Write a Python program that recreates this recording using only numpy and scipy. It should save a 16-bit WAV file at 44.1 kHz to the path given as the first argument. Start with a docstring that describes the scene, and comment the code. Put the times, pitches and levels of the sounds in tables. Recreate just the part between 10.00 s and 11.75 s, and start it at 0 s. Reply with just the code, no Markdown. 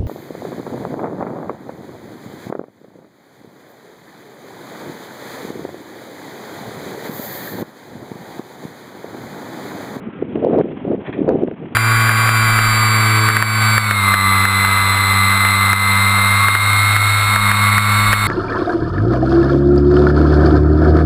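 """Wind on a small microphone

Carried along a road through open fields, the microphone is buffeted by gusts: a low flutter that
brightens as they grow. The largest eddies land as single thumps, the loudest of them hard-clipped.
Under it runs a steady rush of road and air, with a brief opening whoosh, a few handling ticks and
two short scuffs."""
import sys
import numpy as np
from scipy import signal
from scipy.fft import rfft, irfft
from scipy.io import wavfile

SR = 44100
rng = np.random.default_rng(int(sys.argv[2]) if len(sys.argv) > 2 else 0)


def unload_wav(signal):
    """Save mono or channel-first audio to the path in sys.argv[1] as 16-bit WAV at rate SR, clipped to [-1, 1]."""
    wavfile.write(
        sys.argv[1],
        SR,
        np.round(np.clip(np.atleast_2d(signal).T, -1, 1) * 32767).astype(np.int16),
    )


N = 77175
TIME = np.arange(N) / SR

# large eddies striking the port (time [s], level [dB], pitch [Hz])
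EDDY_HITS = [(0.0745, -17, 230), (0.2259, -6, 381), (0.3585, -7, 340), (0.4397, -7, 380),
             (.4483, -2.4, 522), (0.4643, -8, 420), (0.4704, -3.5, 470), (0.4875, -6, 400),
             (.5625, -6.5, 432), (0.5734, -4, 325), (0.5874, -2.24, 472), (0.6107, -3, 430),
             (.646, -12, 300), (.657, -14, 400), (.852, -12, 390), (0.907, -8, 300), (0.9352, -8.5, 340),
             (0.9464, -9, 390), (1.1925, -7.5, 320), (1.2178, -4.5, 290), (1.2912, -0.86, 460),
             (1.3008, -6.5, 480), (1.346, -8, 300), (1.358, -4, 390), (1.4358, -2.5, 361),
             (1.4762, -15.5, 330), (1.5148, -16.5, 428)]


def amp(db):
    """Decibels to gain."""
    return 10 ** (np.asarray(db) / 20)


def unit(x):
    """Scale to unit rms."""
    return x / np.sqrt(np.mean(x ** 2) + 1e-20)


def curve(points):
    """Linear interpolation of (time [s], value) points."""
    return np.interp(TIME, *np.transpose(points))


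def colour(x, points):
    """Filter by a (frequency [Hz], gain [dB]) shape, normalised to keep the power of white noise."""
    hz, db = np.transpose(points)
    bins_hz = np.fft.rfftfreq(N, 1 / SR)
    gain = amp(np.interp(np.log(bins_hz + 1), np.log(hz), db))
    return irfft(rfft(x) * unit(gain), N)


def wander(rate_hz):
    """Random drift of unit rms, rolled off above rate_hz."""
    rolloff = 1 + (np.fft.rfftfreq(N, 1 / SR) / rate_hz) ** 4
    return unit(irfft(rfft(rng.standard_normal(N)) / rolloff, N))


def steadied(x, span_s):
    """Hold the running rms at one; flutter quicker than span_s remains."""
    lag_s = np.arange(-4000, 4001) / SR
    window = np.exp(-(2 * lag_s / span_s) ** 2)
    power = signal.fftconvolve(x ** 2, window, "same") / signal.fftconvolve(np.ones(N), window, "same")
    return x / np.sqrt(abs(power) + 1e-9)


def low_pass(x, edge_hz, taps):
    """Steep FIR band limit."""
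    kernel = signal.firwin(taps, edge_hz, window=("kaiser", 8), fs=SR)
    return signal.oaconvolve(x, kernel[None], "same")


def buffeting():
    """Turbulence at the port, louder and brighter as the wind grows."""
    # wind force at the microphone (time [s], level [dB])
    gusts = [(0, -33.5), (.058, -32), (.076, -25), (.112, -37.5), (.184, -31.5), (.205, -27.5), (.245, -30),
             (.345, -25.5), (.38, -20), (.41, -25.5), (.438, -12), (.456, -19), (.505, -16), (.555, -12.5),
             (.605, -11.5), (.63, -27.5), (.70, -25.5), (.79, -30.5), (.835, -30), (.86, -22.5),
             (.935, -15), (.965, -27.5), (1.0, -25.5), (1.056, -41.5), (1.088, -20), (1.12, -33),
             (1.18, -22.5), (1.235, -22), (1.266, -18.5), (1.295, -10.5), (1.335, -17.5), (1.355, -15.5),
             (1.385, -22), (1.425, -18.5), (1.465, -25), (1.485, -18), (1.5, -39), (1.522, -25),
             (1.564, -40.5), (1.63, -25.5), (1.69, -34.5), (1.75, -30)]
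    # flutter spectrum in a lull (frequency [Hz], gain [dB])
    lull_shape = [(20, -24.5), (50, -18.5), (100, -6.5), (160, 3), (250, 5.5), (390, -0.5), (550, -9.5),
                  (800, -25), (1200, -34.5), (3500, -48)]
    # flutter spectrum in a full gust (frequency [Hz], gain [dB])
    blast_shape = [(20, -43.5), (50, -20.5), (100, -12.5), (170, -6), (270, 1.5), (450, -1), (700, -7),
                   (900, -18.5), (1200, -26.5), (2000, -38.5), (3500, -50.5)]
    lull_db, blast_db = -29, -13  # wind levels at which each spectrum holds
    flutter_db, sweep_s, sweep_depth = 2.5, 0.0045, 0.8
    force_db = curve(gusts)
    eddies = rng.standard_normal(N) * amp(flutter_db * wander(rate_hz=92))
    brightness = np.clip((force_db - lull_db) / (blast_db - lull_db), 0, 1)
    flutter = (1 - brightness) * colour(eddies, lull_shape) + brightness * colour(eddies, blast_shape)
    # each large eddy briefly sweeps the small ones aside
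    swept = np.max([np.exp(-((TIME - at_s) / sweep_s) ** 2) for at_s, _, _ in EDDY_HITS], axis=0)
    return amp(force_db) * steadied(flutter, span_s=0.04) * (1 - sweep_depth * swept)


def road_rush():
    """Broad, slightly flickering noise of tyres and passing air."""
    # road and air spectrum (frequency [Hz], gain [dB])
    shape = [(60, -10.5), (250, -4), (600, 9.5), (1000, 4), (1350, -0.5), (1900, -2), (2500, -3),
             (2900, -6.5), (3300, -8), (3700, -20.5), (4200, -23)]
    # slow course of the rush (time [s], level [dB])
    levels = [(0, -46), (.18, -43.5), (.28, -44), (.4, -42), (.58, -46), (.66, -45), (.82, -42),
              (.95, -45.5), (1.04, -41), (1.18, -43), (1.26, -46), (1.5, -47.5), (1.62, -45), (1.75, -43)]
    noise = colour(rng.standard_normal(N), shape)
    flicker_db = 2.78 * wander(rate_hz=42)
    return noise * amp(curve(levels) + flicker_db)


def whoosh():
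    """Mid-range air noise that holds briefly and fades."""
    # air noise spectrum (frequency [Hz], gain [dB])
    shape = [(600, -14), (1000, -10.5), (1330, -1), (1650, -9), (2300, -12.5), (3500, -31.5)]
    level_db, hold_s, fade_s = -45.5, 0.22, 0.019
    envelope = amp(level_db) * np.exp(-np.maximum(TIME - hold_s, 0) / fade_s)
    return colour(rng.standard_normal(N), shape) * envelope


def thumps():
    """Each large eddy sucks at the diaphragm: a swing of 2-3 cycles, a brighter slap in the middle."""
    swell_cycles, decay_cycles = 0.86, 0.99
    slap_ratio, slap_db = 1.75, -16.5
    out = np.zeros(N)
    for at_s, level_db, pitch_hz in EDDY_HITS:
        cycles = (TIME - at_s) * pitch_hz
        width_cycles = np.where(cycles < 0, swell_cycles, decay_cycles)
        swing = np.cos(2 * np.pi * cycles) * np.exp(-(cycles / width_cycles) ** 2)
        slap = np.sin(2 * np.pi * cycles * slap_ratio) * np.exp(-cycles ** 2)
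        out -= amp(level_db) * (swing + amp(slap_db) * slap)
    return out


def ticks():
    """Dry ticks of a few milliseconds, from handling and from air snapping at the casing."""
    # ticks on the casing (time [s], relative level [dB])
    hits = [(0.3563, -19.5), (0.56, -27.5), (0.6121, -18.5), (1.066, -21), (1.29, -21.5), (1.476, -24),
            (1.512, -23.5)]
    # tick spectrum (frequency [Hz], gain [dB])
    shape = [(200, -3.5), (700, -9), (1400, -2), (2500, -7.5), (3500, -20.5), (4200, -24)]
    decay_s = 0.0015
    envelope = sum(amp(db) * (TIME >= at_s) * np.exp(-abs(TIME - at_s) / decay_s) for at_s, db in hits)
    return colour(envelope * rng.standard_normal(N), shape) / 2


def scuffs():
    """Grainy friction: starts quickly, holds through the rub, dies away in the casing."""
    # rubs on the casing (time [s], level [dB], length [s])
    rubs = [(1.063, -33, 0.015), (1.125, -33.5, .013), (1.179, -41.5, .017)]
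    # casing resonances (frequency [Hz], gain [dB])
    casing = [(300, -16.5), (800, 3), (1150, -4.5), (1550, -8.5), (1850, 3.5), (2100, -3), (2400, 0.5),
              (2900, -17.5), (3300, -7.5), (3800, -21), (4300, -22.5)]
    rise_s, decay_s, grain_db = 0.0013, 0.018, 2
    envelope = np.zeros(N)
    for at_s, level_db, length_s in rubs:
        rise = np.clip((TIME - at_s) / rise_s, 0, 1)
        decay = np.exp(-np.maximum(TIME - at_s - length_s, 0) / decay_s)
        envelope += amp(level_db) * rise * decay
    grains = unit(rng.standard_normal(N) * amp(grain_db * wander(rate_hz=500)))
    return colour(envelope * grains, casing)


def scene():
    """All sources at the one microphone."""
    return (buffeting() + thumps() + ticks() + scuffs() + road_rush() + whoosh())[None]


def record(dry):
    """Narrow band limit, hard clipping of the loudest thumps, final low-pass."""
    low_cut_hz, ceiling = 28, 0.71
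    thinned = signal.lfilter(*signal.butter(1, low_cut_hz, "high", fs=SR), dry)
    narrow = low_pass(thinned, edge_hz=4020, taps=181)
    clipped = np.clip(narrow, -ceiling, ceiling)
    return low_pass(clipped, edge_hz=15800, taps=255)


dry = scene()
out = record(dry)
unload_wav(out)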